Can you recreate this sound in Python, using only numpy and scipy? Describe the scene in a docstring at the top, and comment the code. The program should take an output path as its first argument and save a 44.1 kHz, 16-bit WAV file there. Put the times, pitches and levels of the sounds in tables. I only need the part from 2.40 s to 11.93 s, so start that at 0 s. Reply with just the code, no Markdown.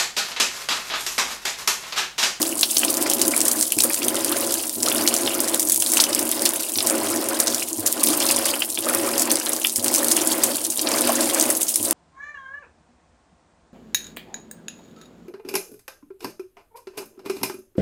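"""Water pours into a top-loading washing machine. The stream breaks into drops that patter and slap
on wet clothes and the steel tub, trapping small bubbles that ring.
Underneath, the wash plate swings to and fro, one stroke a second. Its drive hums and grinds through
the tub and clunks when it reverses; the water sloshes, and now and then wet clothes thud on the wall."""
import sys
import numpy as np
from scipy import signal
from scipy.fft import rfft, irfft, next_fast_len
from scipy.io import wavfile
from scipy.ndimage import uniform_filter1d, minimum_filter1d

SR = 44100
rng = np.random.default_rng(int(sys.argv[2]) if len(sys.argv) > 2 else 0)


def dump_mix(stems):
    """Bounce the given channels to the path in sys.argv[1] as a 16-bit WAV at rate SR."""
    frames = np.atleast_2d(stems).T  # one column per channel
    limited = np.clip(frames, -1, 1)  # hard clip at full scale
    pcm = np.round(limited * 32767).astype(np.int16)
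    wavfile.write(sys.argv[1], SR, pcm)


N = 420273

# each swing of the wash plate: (start [s], time driven [s], drone [dB], rasp [dB], clunk [dB])
STROKE_PLAN = [(-0.64, .71, -29, -32.5, -54), (0.362, .72, -27, -31.5, -52), (1.365, .72, -27.5, -31, -46),
               (2.366, .76, -26.5, -30, -46), (3.375, .72, -28.5, -31.5, -54),
               (4.362, .74, -28, -29.5, -44), (5.38, .7, -28, -30.5, -39), (6.378, .7, -28, -29, -49),
               (7.38, .7, -27, -30, -40), (8.379, .7, -26, -27.5, -58), (9.398, .7, -27, -30, -40)]
# the tone colour of the drive's rasp, heard through the tub: (frequency [Hz], level [dB])
RASP_COLOUR = [(300, -44), (440, -5), (505, 3), (555, -1), (595, 2), (660, 1.5), (735, -1.5), (770, -5.5),
               (1050, -6), (1300, -8.5), (2000, -11.5), (3500, -16.5), (8000, -50)]
# the tone colour of drops landing in shallow water: (frequency [Hz], level [dB])
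PUDDLE_COLOUR = [(100, -60), (400, 2), (800, 16), (1500, 4), (2100, -0.5), (2800, 4.5), (3600, -1.5),
                 (5000, 10.5), (9000, -30), (16000, -30)]
# how loud the spray is as clothes pass under the stream: (time [s], level [dB])
SPRAY_LOUDNESS = [(0.0, -25.5), (0.16, -30.5), (0.28, -23.0), (0.6, -27.5), (1.04, -24.0), (1.4, -24.5),
                  (1.88, -28.5), (2.0, -24.0), (2.36, -29.5), (2.48, -24.5), (3.0, -28.0), (3.6, -21.0),
                  (3.68, -29.0), (4.4, -25.5), (5.0, -29.0), (5.56, -29.5), (5.68, -21.0), (6.4, -30.0),
                  (6.52, -25.0), (7.04, -28.0), (7.72, -23.5), (8.28, -27.0), (9.32, -23.5), (9.52, -27.0)]


def amp(db):
    """Turn decibels into a number to multiply by."""
    return np.exp(np.asarray(db) * np.log(10) / 20)


def unit(x):
    """Scale each sound to an average strength (rms) of 1."""
    return x / np.sqrt(np.mean(x ** 2, axis=-1, keepdims=True) + 1e-20)


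def curve(points):
    """Join (time, value) points with straight lines, one value per sample."""
    return np.interp(np.arange(N) / SR, *np.transpose(points))


def wobble(rate):
    """A smooth curve through `rate` random values a second."""
    fine = signal.resample_poly(rng.standard_normal(int(N * rate / SR) + 4), 8, 1)
    return np.interp(np.arange(N) * 8 * rate / SR, np.arange(len(fine)), fine)


def gains(colour, size):
    """Turn (Hz, dB) points into a gain for every frequency in a sound of `size` samples."""
    hz, db = np.transpose(colour)
    return amp(np.interp(np.log(np.fft.rfftfreq(size, 1 / SR) + 1), np.log(hz), db))


def noise(colour):
    """Steady noise with the given tone colour."""
    size = next_fast_len(N)
    return unit(irfft(rfft(rng.standard_normal(size)) * gains(colour, size), size)[:N])


def tone(hz, drift, drift_rate):
    """A tone that wavers slightly; drift is how far its phase wanders, in radians."""
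    return np.sqrt(2) * np.sin(2 * np.pi * hz * np.arange(N) / SR + drift * wobble(drift_rate))


def burst(t, rise, t60):
    """Swell to 1 in `rise` seconds, then fade by 60 dB every `t60` seconds."""
    return np.minimum(t / rise, 1) ** 2 * amp(-60 * np.maximum(t - rise, 0) / t60)


def place(times, sounds):
    """Add each row of sound at its time, which may be up to a second before the start."""
    at = np.round((np.asarray(times) + 1) * SR).astype(int)[:, None] + np.arange(sounds.shape[1])
    return np.bincount(at.ravel(), sounds.ravel(), N + SR)[SR:SR + N]


def impact_noise(colour, centre_hz, octaves, size=1536):
    """One row of noise per impact, stressed around its own centre frequency."""
    hz = np.fft.rfftfreq(size, 1 / SR) + 1
    stress = 1 / np.sqrt(1 + (np.log2(hz / centre_hz[:, None]) / octaves) ** 2)
    white = rng.standard_normal((len(centre_hz), size))
    return unit(irfft(rfft(white) * gains(colour, size) * stress))


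def chirps(pitch_hz, cycles, glide, size=1024):
    """Bubbles ring, loudest after `cycles` vibrations, and glide upward through pitch_hz."""
    turns = pitch_hz[:, None] * np.arange(size) / SR
    age = turns / cycles
    rising = np.minimum(age, 2)
    phase = turns + glide * cycles * (rising ** 2 / 2 - rising + np.maximum(age - 2, 0))
    return age * np.exp(1 - age) * np.sin(2 * np.pi * phase)


def fizz(low_hz, span, cycles, spread_db, count):
    """A crowd of tiny bubbles, pitched from low_hz up to `span` times that."""
    when, pitch, size = rng.random((count, 3)).T
    rings = chirps(low_hz * span ** pitch, cycles, glide=0.12, size=640)
    return unit(place(when * N / SR, amp(spread_db * size ** 2)[:, None] * rings))


def plate_swing():
    """At each sample: the plate's speed (0-1), its stroke's age (s), drone (dB) and rasp (dB)."""
    spin_up_s, coast_s = .085, .26
    start, driven, drone_db, rasp_db, _ = np.transpose(STROKE_PLAN)
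    t = np.arange(N) / SR
    stroke = np.maximum(np.searchsorted(start, t) - 1, 0)
    age = t - start[stroke]
    speed = np.clip(np.minimum(age / spin_up_s, 1 - (age - driven[stroke]) / coast_s), 0, 1)
    return speed, age, drone_db[stroke], rasp_db[stroke]


def water_motion():
    """How fast the shallow water moves (0-1): it starts after the plate and stops with it."""
    lag_s, surge_s = .06, .04
    speed, age, _, _ = plate_swing()
    return np.clip((age - lag_s) / surge_s, 0, speed)


def hum():
    """The motor and the inlet valve hum faintly the whole time."""
    # the tones of the hum: (pitch [Hz], level [dB])
    hum_tones = [(99, -65.5), (177, -67.5), (240, -54)]
    return sum(amp(db + 5.8 * wobble(5.5)) * tone(hz, drift=1.0, drift_rate=8) for hz, db in hum_tones)


def clunks():
    """Each reversal rocks the cabinet with a soft thump, never twice alike."""
    # the cabinet's own notes: (pitch [Hz], level [dB], time to fade by 60 dB [s])
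    cabinet_notes = [(82, -5, 0.21), (99.6, 8, 0.18), (227.4, 1, .2), (295.5, 5, .15)]
    times, *_, clunk_db = np.transpose(STROKE_PLAN)
    t = np.arange(SR // 3) / SR
    swell = np.sin(np.pi / 2 * np.minimum(t / .035, 1)) ** 2
    chance = rng.standard_normal((len(times), len(cabinet_notes), 2))
    ring = 0
    for k, (hz, db, t60) in enumerate(cabinet_notes):
        strength, detune = chance[:, k, :1], chance[:, k, 1:]
        fade = amp(db + 2 * strength - 60 * t / t60)
        ring = ring + fade * np.sin(2 * np.pi * hz * (1 + 0.026 * detune) * t)
    return place(times - .01, amp(clunk_db + 4)[:, None] * swell * ring)


def thuds():
    """Wet clothes are flung against the tub and land with a dull smack."""
    # each landing: (time [s], level [dB], centre frequency [Hz])
    landings = [(0.66, -18, 1940), (1.449, -18, 554), (5.472, -26, 646), (5.984, -25, 557),
                (6.466, -15, 541), (8.692, -8, 867)]
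    times, db, centre_hz = np.transpose(landings)
    body = impact_noise(RASP_COLOUR, centre_hz, octaves=0.17, size=4096)
    t = np.arange(body.shape[1]) / SR
    return place(times, amp(db - 5)[:, None] * body * burst(t, rise=0.002, t60=0.057))


def drive_levels():
    """Drone, rasp and whine in dB: the gears knock at each reversal, then get louder with speed."""
    # brief dips in the drive's noise: (time [s], half length [s], depth [dB])
    dips = [(1.55, .04, 13), (3.48, .07, 5), (3.93, .04, 5), (5.53, .04, 9), (7.03, .04, 6.5)]
    drone_rest_db, rasp_rest_db = -41, -43
    drag_s, drag_db, ease_db_per_s = .245, 4, 6  # the drone swells as clothes are dragged, then eases
    speed, age, stroke_drone_db, stroke_rasp_db = plate_swing()
    t = np.arange(N) / SR
    dip_db = sum(depth_db * np.exp(-((t - when) / half) ** 2) for when, half, depth_db in dips)
    load_db = drag_db * np.minimum(age / drag_s - 1, 0) - ease_db_per_s * np.maximum(age - drag_s, 0)
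    drone_db = drone_rest_db + speed * (stroke_drone_db + load_db - drone_rest_db)
    rasp_db = rasp_rest_db + speed * (stroke_rasp_db - rasp_rest_db)
    knock_db = 20 * np.log10(burst(age, rise=.005, t60=.22) + 1e-9)
    drone_db = np.maximum(drone_db - dip_db + 1.7 * wobble(18), knock_db - 29)
    rasp_db = np.maximum(rasp_db - dip_db + 1.1 * wobble(18), knock_db - 35)
    sing_db = 6 * np.exp(-((speed - .88) / .12) ** 2)  # the gearbox sings near 88% of full speed
    whine_db = -39.5 + 1.2 * (rasp_db + 29) + sing_db + 3 * wobble(14)  # grows with the rasp
    return drone_db, rasp_db, whine_db


def drive():
    """The gears drone, whine and rasp, and the water sloshes as hard as the stroke goes."""
    # the tone colour of the drone, heard through the tub: (frequency [Hz], level [dB])
    drone_colour = [(30, -40), (60, -40), (100, -23.5), (155, -34.5), (195, -24.5), (232, -5.5), (268, -9),
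                    (305, 0.5), (335, -1), (370, -7), (410, -7.5), (470, -26.5), (800, -69)]
    # the gears' tones within the drone: (pitch [Hz], level [dB])
    gear_tones = [(120, -28), (240, -13.5), (333, -8.5), (655, -16.5), (677, -21.5), (841, -19),
                  (1009, -18)]
    drone_db, rasp_db, whine_db = drive_levels()
    swish_db = 6 * (water_motion() - 1)  # quieter until the water moves
    gears = sum(amp(db + 1.23 * wobble(25)) * tone(hz, drift=1.4, drift_rate=15) for hz, db in gear_tones)
    drone = amp(drone_db) * (amp(-1.5) * noise(drone_colour) + amp(.4) * gears)
    whine = amp(whine_db) * tone(hz=554, drift=1.64, drift_rate=22)
    # below 950 Hz the rasp is grinding gears; above, it is swishing water
    rough = noise(RASP_COLOUR)
    grind = signal.sosfiltfilt(signal.butter(3, 950, fs=SR, output="sos"), rough)
    rasp_gain = amp(rasp_db - 2.8 + 1.46 * wobble(60))
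    swish = amp(swish_db + 1.5 * wobble(30)) * (rough - grind)
    slosh = amp(rasp_db + swish_db - 10) * fizz(900, span=2.61, cycles=2.65, spread_db=16, count=1000)
    return drone + whine + rasp_gain * (grind + swish) + slosh


def tub_echo(water, t60, echo_db, size=4096):
    """The tub adds a very short, diffuse echo with no fixed pitch."""
    pieces = np.pad(water, (0, -N % size)).reshape(-1, size)
    fade = burst(np.arange(size) / SR, rise=0.0032, t60=t60)
    tails = unit(rng.standard_normal(pieces.shape) * fade) / np.sqrt(size)
    echoes = signal.fftconvolve(pieces, tails, axes=1)
    return water + amp(echo_db) * place(np.arange(len(pieces)) * size / SR, echoes)


def bubbles():
    """A wet splash traps a bubble: large ones plop at a nearly steady pitch, small ones chirp upward."""
    # drops that trap a bubble: (time [s], level [dB], pitch [Hz])
    plops = [(0.2304, -4, 4150), (0.3678, -12, 4300), (0.416, -24, 2900), (0.4324, -12, 2780),
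             (0.4813, -17, 4090), (0.7287, -18, 4050), (0.9363, -16, 2200), (1.3214, -19, 2720),
             (1.3862, -22, 2420), (1.403, -11, 4300), (1.502, -22, 2300), (1.6184, -21, 2480),
             (1.6826, -20, 3230), (1.924, -18, 3500), (2.4628, -12, 4200), (2.5162, -15, 2980),
             (2.6755, -10, 3600), (2.8754, -13, 3080), (3.1405, -18, 3370), (3.4224, -19, 2950),
             (3.5703, -12, 2700), (3.6, -8, 4300), (3.7289, -16, 4300), (4.0601, -9, 4200),
             (4.3565, -17, 4300), (4.3856, -10, 4340), (4.4049, -14, 3970), (5.2224, -20, 2580),
             (5.9025, -16, 2530), (6.137, -18, 2700), (6.2203, -10, 2790), (6.374, -17, 2990),
             (6.905, -13, 4380), (7.066, -17, 3380), (7.2473, -9, 3000), (7.7762, -20, 2830),
             (8.3928, -13, 4400), (8.4713, -12, 4200)]
    times, db, pitch_hz = np.transpose(plops)
    glide = np.minimum(.24 * (pitch_hz[:, None] / 3500) ** 2, .55)
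    ring = chirps(pitch_hz, cycles=3.3, glide=glide)
    t = np.arange(ring.shape[1]) / SR
    hiss = impact_noise(PUDDLE_COLOUR, pitch_hz * .8, octaves=0.23, size=len(t))
    splash = hiss * burst(t, rise=0.00077, t60=0.031)
    return place(times, amp(db + 1)[:, None] * (ring + amp(-10) * splash))


def lighter_drops(count):
    """Random extra drops for slaps(), hitting harder where the spray is louder."""
    jitter, size, brightness = rng.standard_normal((count, 3)).T
    times = np.clip((np.arange(count) + .5 + .35 * jitter) / count, 0, 1) * N / SR
    crack_db = np.interp(times, *np.transpose(SPRAY_LOUDNESS)) + 9 + 2 * size
    centre_hz = 9000 * np.exp(.15 * brightness)
    spray_db = crack_db - 17
    return np.transpose([times, crack_db, centre_hz, spray_db])


def slaps():
    """A fat drop cracks on the cloth, squeezes out a tiny rising bubble and throws up a brief spray."""
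    # the fattest drops: (time [s], crack [dB], centre frequency [Hz], spray [dB])
    fat_drops = [(0.0165, -10, 7200.0, -35), (0.0275, -7, 8400.0, -32), (0.2099, -11, 10100.0, -17),
                 (0.231, -5, 4600.0, -19), (0.3693, -6, 5800.0, -31), (0.3823, -7, 9800.0, -32),
                 (0.4479, -7, 8100.0, -32), (0.5406, -10, 8400.0, -35), (0.5696, -9, 8900.0, -26),
                 (0.6987, -6, 8000.0, -19), (0.7348, -8, 9300.0, -21), (0.8152, -3, 7900.0, -14),
                 (0.8796, -5, 10900.0, -23), (0.977, -9, 10400.0, -34), (1.0046, -7, 8400.0, -32),
                 (1.014, -7, 8600.0, -32), (1.0526, -9, 9700.0, -34), (1.0815, -5, 9500.0, -19),
                 (1.1148, -9, 8400.0, -23), (1.2103, -6, 8700.0, -31), (1.2259, -3, 8000.0, -19),
                 (1.3212, -6, 10500.0, -31), (1.3867, -6, 8600.0, -24), (1.4054, -3, 7300.0, -27),
                 (1.421, -10, 10500.0, -35), (1.4364, -4, 10200.0, -11), (1.5329, -11, 10400.0, -36),
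                 (1.5434, -7, 8700.0, -24), (1.6826, -5, 10600.0, -25), (1.8457, -8, 8600.0, -33),
                 (2.1398, -9, 9200.0, -34), (2.43, -7, 7600.0, -21), (2.4846, -10, 7500.0, -35),
                 (2.6752, -5, 6700.0, -22), (2.685, -9, 8700.0, -19), (2.7399, -7, 8400.0, -21),
                 (2.7644, -10, 7500.0, -26), (3.0033, -6, 11600.0, -31), (3.1446, -7, 9800.0, -32),
                 (3.1955, -6, 9000.0, -19), (3.2868, -9, 12200.0, -34), (3.2972, -6, 10300.0, -31),
                 (3.3208, -6, 10500.0, -19), (3.3446, -8, 10600.0, -33), (3.3596, -8, 9900.0, -25),
                 (3.4223, -8, 9300.0, -26), (3.5184, -8, 9700.0, -23), (3.5357, -5, 9000.0, -16),
                 (3.5704, -8, 7000.0, -33), (3.5804, -9, 7700.0, -34), (3.6019, -2, 5700.0, -14),
                 (3.613, -8, 9400.0, -17), (3.6382, -6, 5700.0, -31), (3.748, -7, 8800.0, -32),
                 (3.7919, -9, 9400.0, -25), (3.9145, -8, 9900.0, -20), (4.0202, -11, 9200.0, -29),
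                 (4.0541, -6, 7200.0, -13), (4.0906, -9, 10100.0, -24), (4.4705, -4, 9300.0, -21),
                 (4.4984, -8, 8100.0, -33), (4.8865, -11, 10000.0, -24), (5.0006, -3, 9100.0, -13),
                 (5.0707, -10, 6300.0, -23), (5.0794, -9, 6700.0, -34), (5.1454, -9, 7500.0, -24),
                 (5.4608, -12, 8200.0, -15), (5.4747, -8, 9300.0, -24), (5.5255, -8, 10500.0, -33),
                 (5.6326, -8, 9500.0, -13), (5.8659, -9, 8900.0, -34), (5.9104, -3, 8300.0, -17),
                 (6.0544, -8, 8100.0, -20), (6.5478, -7, 9800.0, -32), (6.7794, -8, 9400.0, -23),
                 (6.795, -7, 8700.0, -24), (6.819, -8, 8300.0, -21), (6.9151, -5, 9200.0, -16),
                 (7.3591, -7, 8700.0, -21), (7.444, -7, 8900.0, -24), (7.4811, -10, 9200.0, -35),
                 (7.5402, -6, 9500.0, -31), (7.548, -6, 8500.0, -17), (7.6447, -9, 8400.0, -34),
                 (7.6836, -7, 9800.0, -32), (7.7137, -9, 6300.0, -13), (7.766, -5, 9200.0, -25),
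                 (7.8727, -10, 9800.0, -18), (8.0351, -7, 8400.0, -11), (8.9977, -6, 8900.0, -26),
                 (9.01, -9, 6700.0, -24), (9.0251, -9, 10500.0, -28), (9.1015, -8, 9900.0, -18),
                 (9.2168, -9, 12400.0, -34), (9.3577, -3, 9900.0, -28), (9.5089, -5, 9900.0, -30)]
    # the tone colour of a slap on wet cloth: (frequency [Hz], level [dB])
    slap_colour = [(300, -50), (900, -25), (1600, 0), (2800, -4.5), (5000, -3), (9500, 2), (12000, -0.5),
                   (16000, -3)]
    times, crack_db, centre_hz, spray_db = np.vstack([fat_drops, lighter_drops(count=70)]).T
    hiss = impact_noise(slap_colour, centre_hz, octaves=0.39)
    t = np.arange(hiss.shape[1]) / SR
    squeak = chirps(.7 * centre_hz, cycles=5.42, glide=0.36, size=len(t))
    snap = hiss * burst(t, rise=0.00099, t60=0.0054)
    crack = amp(crack_db + .5)[:, None] * (snap + amp(-7.5) * squeak)
    spray = amp(spray_db)[:, None] * hiss * burst(t, rise=0.0034, t60=0.052)
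    return place(times, crack) + place(times, spray) * amp(3 * wobble(600))


def patter(colour, centre_hz, spread_db, tick_t60, tail_db, tail_t60, grain_db, count):
    """Many small drops: each a tick and a puff of spray that falls as separate droplets."""
    jitter, size, length, softness = rng.random((count, 4)).T
    times = (np.arange(count) + 6 * jitter - 3) * N / SR / count
    hiss = impact_noise(colour, centre_hz * np.exp(0.5 * rng.standard_normal(count)), octaves=0.33)
    t = np.arange(hiss.shape[1]) / SR
    rise = .0008 + .006 * softness[:, None] ** 2
    tick = burst(t, rise, tick_t60)
    puff = amp(tail_db) * burst(t, 2 * rise, tail_t60 * (.5 + length[:, None]))
    drops = amp(spread_db * size ** 2)[:, None] * (tick + puff) * hiss
    return unit(place(times, drops) * amp(grain_db * wobble(700)))


def stream():
    """Fine drops patter on cloth and steel, duller ones in the shallow water that each stroke stirs."""
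    # the tone colour of the fine spray: (frequency [Hz], level [dB])
    spray_colour = [(150, -70), (1000, -37), (3000, -9.5), (5000, -7), (7500, -1), (9500, 3.5),
                    (12000, -1.5), (16000, -6.5)]
    # how loud the drops in the shallow water are: (time [s], level [dB])
    puddle_loudness = [(0.0, -37.0), (0.52, -34.5), (0.68, -32.5), (1.32, -41.0), (2.24, -34.5),
                       (2.4, -50.5), (2.48, -34.0), (2.88, -33.5), (3.36, -45.5), (3.6, -32.5),
                       (3.92, -38.0), (5.08, -37.0), (5.4, -47.0), (5.68, -31.5), (6.2, -32.5),
                       (6.32, -50.0), (6.48, -38.0), (6.92, -35.0), (7.36, -44.5), (7.48, -37.0),
                       (8.0, -32.5), (8.32, -40.0), (8.48, -31.5), (9.0, -34.0), (9.24, -50.0),
                       (9.52, -38.0)]
    stir_db = 4 * (water_motion() - 1)  # quieter while the water is still
    fine = patter(spray_colour, centre_hz=8460, spread_db=10.5, tick_t60=0.0078,
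                  tail_db=-11.5, tail_t60=0.043, grain_db=3.5, count=1100)
    dull = patter(PUDDLE_COLOUR, centre_hz=4070, spread_db=14, tick_t60=0.013,
                  tail_db=-7, tail_t60=0.054, grain_db=-1.0, count=650)
    plips = fizz(2557, span=3.34, cycles=2.7, spread_db=18.5, count=1700)
    flutter_db = 3 * wobble(45)
    spray = amp(-1) * fine + amp(-7.3 + flutter_db) * noise(spray_colour)
    puddle = amp(-2.5) * dull + amp(flutter_db) * (amp(-4.5) * plips + amp(-8) * noise(PUDDLE_COLOUR))
    return amp(curve(SPRAY_LOUDNESS)) * spray + amp(curve(puddle_loudness) + stir_db) * puddle


def scene():
    """Water falling into the tub and the machine working beneath it, in one channel."""
    water = tub_echo(stream() + slaps() + bubbles(), t60=0.094, echo_db=-9)
    # drops are too small to give off bass
    water = signal.sosfilt(signal.butter(4, 300, "highpass", fs=SR, output="sos"), water)
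    return (water + thuds() + drive() + hum() + clunks())[None]


def record(dry):
    """A fast limiter turns the loudest drops down to full scale; the highest treble is cut off."""
    top_hz = 16000
    needed_gain = 1 / np.maximum(np.abs(dry), 1)
    limited = dry * uniform_filter1d(minimum_filter1d(needed_gain, size=31), size=31)
    size = next_fast_len(N + SR // 2)
    kept = np.fft.rfftfreq(size, 1 / SR) < top_hz
    return irfft(rfft(limited, size) * kept, size)[..., :N]


dry = scene()
out = record(dry)
dump_mix(out)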